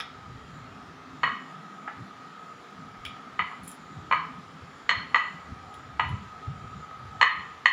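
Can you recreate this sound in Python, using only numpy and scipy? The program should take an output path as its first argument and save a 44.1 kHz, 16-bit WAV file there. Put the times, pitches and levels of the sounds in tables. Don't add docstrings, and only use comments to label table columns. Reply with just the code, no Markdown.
import sys
import numpy as np
from scipy import signal
from scipy.fft import rfft, irfft, next_fast_len
from scipy.io import wavfile
from scipy.ndimage import uniform_filter1d

SR = 44100
rng = np.random.default_rng(int(sys.argv[2]) if len(sys.argv) > 2 else 0)


def pcm_store(signal):
    levels = np.round(np.clip(np.atleast_2d(signal), -1, 1) * 32767)
    wavfile.write(sys.argv[1], SR, levels.astype(np.int16).T)


def attenuation_scalar(level_db):
    decades = np.asarray(level_db, float) / 20
    return 10 ** decades


N = 340704


def rms_one(x):
    return x / np.sqrt(np.mean(x ** 2) + 1e-20)


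def in_time(rows):
    seconds, *columns = np.transpose(rows)
    return [np.interp(np.arange(N) / SR, seconds, column) for column in columns]


def at_hz(points, hz):
    table_hz, value = np.transpose(points)
    return np.interp(np.log(hz), np.log(table_hz), value)


def drift(rate):
    points = rng.standard_normal(int(N / SR * rate) + 2)
    return np.interp(np.arange(N) / SR * rate, np.arange(len(points)), points)


def coloured(spectrum, patchy_db, count):
    size = next_fast_len(N)
    hz = np.arange(1, size // 2 + 2) * SR / size
    whole = rfft(rng.standard_normal(size)) * attenuation_scalar(at_hz(spectrum, hz))
    lowest_hz, highest_hz = spectrum[0][0], spectrum[-1][0]
    place = count * np.log(hz / lowest_hz) / np.log(highest_hz / lowest_hz)
    out = 0
    for step in range(count + 2):
        share = np.clip(1 - abs(place - step), 0, 1)
        band = irfft(whole * share, size)[:N]
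        flicker_db = patchy_db * (0.43 * drift(4.5) + drift(14))
        out = out + band * attenuation_scalar(flicker_db)
    return rms_one(out)


def add(out, s, sound):
    at = round(s * SR)
    out[at:at + len(sound)] += sound[:N - at]


def struck(hz, db, t60, contact_cycles, contact_s):
    hz, db, t60 = (np.asarray(v)[:, None] for v in (hz, db, t60))
    t = np.arange(round(.1 * SR)) / SR
    scatter = 1.3 * rng.standard_normal(hz.shape)
    pitch_rank = np.argsort(np.argsort(hz, axis=0), axis=0)
    sign = (-1.) ** pitch_rank
    rings = sign * attenuation_scalar(db - 60 * t / t60) * np.sin(2 * np.pi * hz * t + scatter)
    swell = 1 - np.exp(-(t / (contact_s + contact_cycles / hz)) ** 2)
    return (rings * swell).sum(axis=0)


def fan():
    # (pitch [Hz], level [dB per Hz])
    air = [(180, -28.5), (300, -13), (411, -6), (562, -13), (709, -8.5), (1070, -10), (1260, 2),
           (1440, -9.5), (1730, -10), (2890, -20), (3190, -17.5), (6280, -29), (7050, -34), (8190, -39),
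           (15600, -52)]
    # (pitch [Hz], width [Hz], level above the curve it follows [dB],
    # curve [0 treble, 1 hollow tone, 2 low hum, 3 whine])
    hum = [(160, 21, -8, 2), (199.4, 45, -6.5, 2), (256, 33, -4.5, 2), (294, 79, -10, 2), (765, 170, -9, 1),
           (1264.4, 53.5, 1, 1), (7040, 500, -21, 0), (10740, 120, 0.5, 3), (14900, 1000, -46, 0)]
    # (time [s], hollow tone [dB], low hum [dB])
    swells = [(0.0, -43.5, -57), (.15, -55.5, -57), (0.56, -57.5, -54.5), (1.2, -58.5, -51.5),
              (1.87, -51, -54.5), (2.6, -56, -57), (3.46, -52, -55), (3.7, -62, -50.5), (4.3, -52, -50),
              (4.82, -71, -57), (5.2, -58.5, -53), (5.7, -51, -59), (6.17, -54.5, -63), (6.41, -50.5, -60),
              (7.0, -50, -70), (7.73, -56, -61.5)]
    # (time [s], level [dB])
    whine = [(0, -96), (1.2, -93), (2, -87), (7.1, -90), (7.73, -90)]
    treble_db, air_above_treble_db = -53, 4.5
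    levels_db = [treble_db, *in_time(swells), *in_time(whine)]
    out = attenuation_scalar(treble_db + air_above_treble_db) * coloured(air, patchy_db=1.8, count=70)
    for hz, width_hz, db, curve in hum:
        r = np.exp(-np.pi * width_hz / SR)
        poles = [1, -2 * r * np.cos(2 * np.pi * hz / SR), r * r]
        once = signal.lfilter([1, 0, -1], poles, rng.standard_normal(N))
        twice = signal.lfilter([1, 0, -1], poles, once)
        waver_db = (3.1 + 250 / hz) * drift(8.8)
        out += attenuation_scalar(levels_db[round(curve)] + db + waver_db) * rms_one(twice)
    return out


def draught():
    # (time [s], rumble before its boost [dB])
    mean_draught = [(0, -65.5), (.7, -62), (1.5, -78.5), (2.7, -76), (3.6, -70.5), (4.2, -69.5),
                    (4.8, -70.5), (5.6, -63.5), (6.6, -59.5), (7.3, -63.5), (7.73, -75)]
    # (pitch [Hz], level [dB per Hz])
    rumble_spectrum = [(13, -64), (22, -34), (73, 1.5), (118, -2), (221, -5), (257, -6.5), (300, -14),
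                       (390, -50.5), (660, -120)]
    # (pitch [Hz], level [dB per Hz])
    flutter_spectrum = [(30, -41.5), (70, -12), (120, -4.5), (200, -5.5), (320, -11.5), (450, -29),
                        (900, -66.5)]
    # (time [s], eddies [dB], eddy shedding [Hz], rumble before its boost [dB], half length [s])
    gusts = [(0.303, -49.5, 132.7, -47.5, 0.059), (0.567, -45.5, 122.7, -57.5, 0.23),
             (1.252, -44.5, 160, -63, 0.12), (2.02, -39, 160, -64, 0.063), (2.803, -41, 164.4, -75, 0.029),
             (2.871, -57.5, 123.6, -57, 0.091), (3.078, -47, 173.3, -81, 0.12),
             (3.42, -42, 154, -57, 0.048), (3.64, -45, 150.4, -59, 0.051), (4.082, -61, 136.5, -54, 0.18),
             (4.392, -45.5, 143.2, -52, 0.063), (4.636, -39.5, 156, -62, 0.029),
             (4.979, -44.5, 143.6, -52, 0.072), (5.343, -44.5, 157.3, -83, 0.069),
             (5.522, -47, 129.2, -47, 0.044), (5.896, -47.5, 116.5, -72, 0.112),
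             (6.12, -37, 129.4, -42.5, 0.12), (6.548, -51, 129.2, -56, 0.12), (6.64, -70, 126, -45, 0.028),
             (6.77, -44.5, 113.1, -62, 0.083), (7.032, -46.5, 121.4, -56, 0.053),
             (7.174, -46, 111.8, -69, 0.15), (7.385, -47, 130.6, -59.5, 0.072)]
    mean_db, = in_time(mean_draught)
    t = np.arange(N) / SR
    lumps = drift(12)
    eddy = attenuation_scalar(-57 + 2.5 * lumps)
    rumble = attenuation_scalar(mean_db + 2 * lumps)
    weighted_hz = eddy * (147.7 - 1.5 * (mean_db + 67.5))
    for s, eddy_db, hz, rumble_db, half_s in gusts:
        near = abs(t - s) < 2 * half_s
        swell = attenuation_scalar(-20 * abs(t[near] - s) / half_s)
        eddy[near] += attenuation_scalar(eddy_db) * swell
        weighted_hz[near] += attenuation_scalar(eddy_db) * swell * hz
        rumble[near] += attenuation_scalar(rumble_db) * swell
    gust_q = 1.6
    shed_hz = weighted_hz / eddy * (1 + drift(45) / gust_q / 2)
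    tone = np.sqrt(2) * np.sin(2 * np.pi * np.cumsum(shed_hz) / SR) * attenuation_scalar(0.51 * drift(30))
    flutter = coloured(flutter_spectrum, patchy_db=2.5, count=6)
    eddies = 0.65 * tone + attenuation_scalar(-8) * flutter
    rumble_boost_db = 6
    deep = attenuation_scalar(rumble_boost_db) * coloured(rumble_spectrum, patchy_db=3.0, count=9)
    push = eddy * eddies + rumble * deep
    return signal.sosfilt(signal.butter(2, [25.0, 325], "band", fs=SR, output="sos"), push)


def pin():
    # (time [s], level before the boost [dB], lowest bending mode [Hz], second bending mode [Hz],
    # middle modes above the low group [dB], upper modes above the low group [dB])
    blows = [(0.001, -21, 1270, 2150, -18, -20), (1.232, -10, 1048, 2213, -13, -16),
             (1.2375, -21.5, 1085, 1877, 1, -13), (1.2747, -14.5, 1106, 1980, -27, -26),
             (1.281, -30, 1100, 1740, -16, -24), (1.8754, -22.5, 1280, 2080, -21, -50),
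             (1.879, -27, 820, 1750, -10.5, -55), (3.1644, -34, 1265, 2070, -26, -33),
             (3.391, -15, 1220, 2030, -8.5, -19), (3.396, -18, 1004, 2020, -8, -30),
             (3.512, -30, 1085, 2040, -25, -33), (4.1111, -10.5, 1017, 2354, -15.5, -24),
             (4.1231, -11.5, 1038, 2226, -11, -17.5), (4.131, -11, 1078, 2080, -20, -36),
             (4.8916, -8, 1237, 1876, -6, -5), (4.911, -14.5, 999, 1790, -14, -16),
             (5.144, -9.5, 1170, 1988, -5, -14.5), (5.156, -11, 994, 1830, -17.5, -8.5),
             (5.9949, -9.5, 980, 1972, -10.5, -20.5), (6.009, -25.5, 1132, 2100, -26, -36),
             (6.909, -36, 1185, 1990, -27, -37), (7.212, -5, 1020, 1822, -7, -7),
             (7.2265, -6, 1145, 1888, -5, -10), (7.2373, -18, 1114, 1850, -1, -18),
             (7.244, -14, 1044, 1760, -12, -27), (7.6564, -9, 1062, 1878, -1.5, -4.5)]
    # (pitch [Hz], relative level [dB], time to fall 60 dB before the cap [s])
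    modes = [(494, -13.5, 0.017), (688, -10, 0.014), (893, -10.5, 0.016), (1238, -5, 0.031),
             (1474, -15, 0.024), (1670, -4.5, 0.016), (1943, 6.5, 0.023), (2197, -0.5, 0.018),
             (2428, 1, 0.013), (2660, -3, 0.015), (2970, 1, 0.02), (3240, -8.5, 0.018), (3586, -15, 0.02),
             (3800, -14, 0.018), (4270, -2, 0.018), (5060, -14, 0.0082), (5900, -17, 0.0095),
             (6590, -18.5, 0.017), (7000, -24, 0.0042), (7300, -24, 0.021), (8570, -27, 0.002),
             (9200, -33, 0.002), (10050, -31, 0.0075), (11000, -30, .002), (11900, -31, .003),
             (13300, -36.5, .003), (15000, -37, .004)]
    group_starts = [1800, 2700, 4000]
    boost_db, echo_db, longest_t60_s = 5, -1.5, .034
    lowest_db, lowest_t60_s = 7.5, 0.014
    second_db, second_t60_s = 8.5, 0.02
    out = np.zeros(N)
    hz, db, t60 = np.transpose(modes)
    group = np.searchsorted(group_starts, hz)
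    t60s = np.minimum(np.r_[lowest_t60_s, second_t60_s, t60], longest_t60_s)
    for s, level_db, lowest_hz, second_hz, middle_db, upper_db in blows:
        middle_top_db = middle_db + .2 * (upper_db - middle_db)
        group_db = np.array([0, middle_db, middle_top_db, upper_db])[group]
        uneven_db = rng.standard_normal(len(hz))
        mode_db = db + group_db + uneven_db
        levels_db = np.r_[lowest_db, second_db + middle_db, mode_db] + level_db + boost_db
        gripped_hz = hz * (1 + .008 * rng.standard_normal(len(hz)))
        all_hz = np.r_[lowest_hz, second_hz, gripped_hz]
        knock = struck(all_hz, levels_db, t60s, contact_cycles=1.05, contact_s=.0023)
        knock = np.pad(knock, (0, SR // 2))
        add(out, s, knock + attenuation_scalar(echo_db) * kitchen(knock))
    return out


def taps_and_bangles():
    # (time [s], thin high ring before the trim [dB],
    # duller click above the ring [dB], chatter decay [s], click brightness [dB per octave])
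    touches = [(0.0014, -38, 4, 0.00056, 0), (0.0074, -54, 22, 0.00092, 7.5),
               (0.0123, -53, 12, 0.00062, 10), (.031, -72, 6, 0.002, 8), (3.0509, -45, 5.5, 0.0039, 1),
               (3.06, -59, 10, 0.016, -4), (3.634, -46, -25, 0.0064, 0), (3.678, -35, -26, 0.0053, -3),
               (3.714, -44.5, -23, 0.0045, 0), (5.7404, -56.5, -4, 0.0058, 0),
               (6.089, -57.5, 0, 0.00804, 0)]
    # (pitch [Hz], relative level [dB], time to fall 60 dB [s],
    # kind [0 click, 1 ring])
    modes = [(1650, 17, 0.0016, 0), (2160, -2, 0.01, 0), (2400, 10.5, 0.0084, 0), (2840, 3, 0.0052, 0),
             (3270, 11, 0.0077, 0), (3770, 2.5, 0.011, 0), (3900, -21, 0.0024, 0), (5200, 3, 0.0038, 0),
             (5540, -5, 0.0043, 0), (6650, -6, 0.00167, 1), (7170, -11, 0.014, 1), (9000, -13.5, 0.0045, 1),
             (10000, -13, 0.0052, 1), (9750, -5.5, 0.004, 1), (10230, 5, 0.0042, 1),
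             (10570, -16, 0.0026, 1), (11500, -21.5, 0.0034, 1), (12200, -21.5, .004, 1),
             (13040, -26, 0.0043, 1), (14300, -16, 0.005, 1), (15100, -13, 0.0073, 1)]
    trim_db, contacts_per_s, click_pivot_hz = -3, 2800, 3300
    out = np.zeros(N)
    hz, db, t60, ring = np.transpose(modes)
    is_click = np.round(ring) == 0
    t = np.arange(round(.08 * SR)) / SR
    slide = []
    for k in range(-6, 8):
        touch_s = 3.69 + .0085 * (k + rng.uniform(-0.37, 0.2))
        touch_db = -46.5 - 1.5 * abs(k) + rng.normal(0, 1.4)
        slide.append((touch_s, touch_db, -22, 0.0055, 0))
    for s, ring_db, click_db, chatter_s, tilt_db in [*touches, *slide]:
        click_part_db = (click_db + tilt_db * np.log2(hz / click_pivot_hz)) * is_click
        level_db = db + ring_db + trim_db + click_part_db + rng.normal(0, 0.17, len(hz))
        pitch_hz = hz * (1 + 0.02 * rng.standard_normal(len(hz)))
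        hits = rng.random(len(t)) < contacts_per_s / SR
        contacts = hits * rng.standard_normal(len(t)) * np.exp(-t / max(chatter_s, 1e-4))
        contacts[0] = 1
        touch = struck(pitch_hz, level_db, t60, contact_cycles=0.67, contact_s=0)
        add(out, s, signal.fftconvolve(contacts, touch))
    return out


def kitchen(x):
    # (pitch [Hz], time to fall 60 dB [s])
    decay = [(400, 0.19), (1000, 0.55), (2000, 0.49), (3000, 0.53), (4300, 0.45), (7000, 0.22),
             (10000, 0.076), (15000, 0.083)]
    early_db, early_t60_s = 5, 0.09
    t = np.arange(round(.8 * SR)) / SR
    echo = 0
    for hz in 350 * 2 ** np.arange(0, 6, .5):
        edges = [hz / 2 ** .25, min(hz * 2 ** .25, .45 * SR)]
        band_filter = signal.butter(2, edges, "band", fs=SR, output="sos")
        band = signal.sosfilt(band_filter, rng.standard_normal(len(t)))
        late = attenuation_scalar(-60 * t / at_hz(decay, hz))
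        early = attenuation_scalar(early_db - 60 * t / early_t60_s)
        tilt = (hz / 1000) ** 0.26
        echo = echo + band * (late + early) * tilt
    echo = echo * np.clip((t - .002) / 0.0063, 0, 1)
    spread = rfft(echo, 2 * len(t))
    power = abs(spread) ** 2
    bumps = uniform_filter1d(power, size=110) / uniform_filter1d(power, size=2400)
    echo = irfft(spread / np.sqrt(bumps))[:len(t)]
    return signal.fftconvolve(x, echo / np.sqrt(np.sum(echo ** 2)))[:len(x)]


def thumps():
    # (time [s], peak [dB], pitch [Hz], rise [s], fall [s])
    pushes = [(3.978, -35.5, 116.8, .03, 0.069), (6.105, -29.5, 109.2, 0.069, 0.046),
              (6.144, -22, 127, 0.032, 0.02), (6.483, -24, 131, 0.013, 0.029),
              (6.505, -32, 109.2, 0.015, 0.043)]
    out = np.zeros(N)
    t = np.arange(-.2, .2, 1 / SR)
    for s, peak_db, hz, rise_s, fall_s in pushes:
        bend = 1 + 0.28 * np.sin(2 * np.pi * (12.16 * t + rng.random()))
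        swell_db = peak_db - 20 * np.where(t < 0, -t / rise_s, t / fall_s)
        cycles = hz * np.cumsum(bend) / SR + rng.random()
        add(out, s + t[0], attenuation_scalar(swell_db) * np.sin(2 * np.pi * cycles))
    return out


def scene():
    background = fan() + draught()
    knocks, ticks = pin(), taps_and_bangles()
    tick_echo = kitchen(attenuation_scalar(-6.5) * ticks)
    return (background + knocks + ticks + tick_echo + thumps())[None]


def roll_off(x):
    return signal.sosfilt(signal.butter(12, 16790, fs=SR, output="sos"), x)


def record(dry):
    limit_db, squeeze = -8, 0.48
    release_db_per_s, attack_s, look_ahead_s = 38, 0.0037, .002
    ramp = release_db_per_s * np.arange(N) / SR
    level_db = 20 * np.log10(abs(dry[0]) + 1e-9)
    held_db = np.maximum.accumulate(level_db + ramp) - ramp
    cut_db = -squeeze * np.clip(held_db - limit_db, 0, None)
    cut_db = np.pad(cut_db, (0, SR), "edge")[round(look_ahead_s * SR):][:N]
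    r = np.exp(-1 / (attack_s * SR))
    smooth_cut_db = signal.lfilter([1 - r], [1, -r], cut_db)
    mix = dry * attenuation_scalar(smooth_cut_db)
    return roll_off(mix)


dry = scene()
out = record(dry)
pcm_store(out)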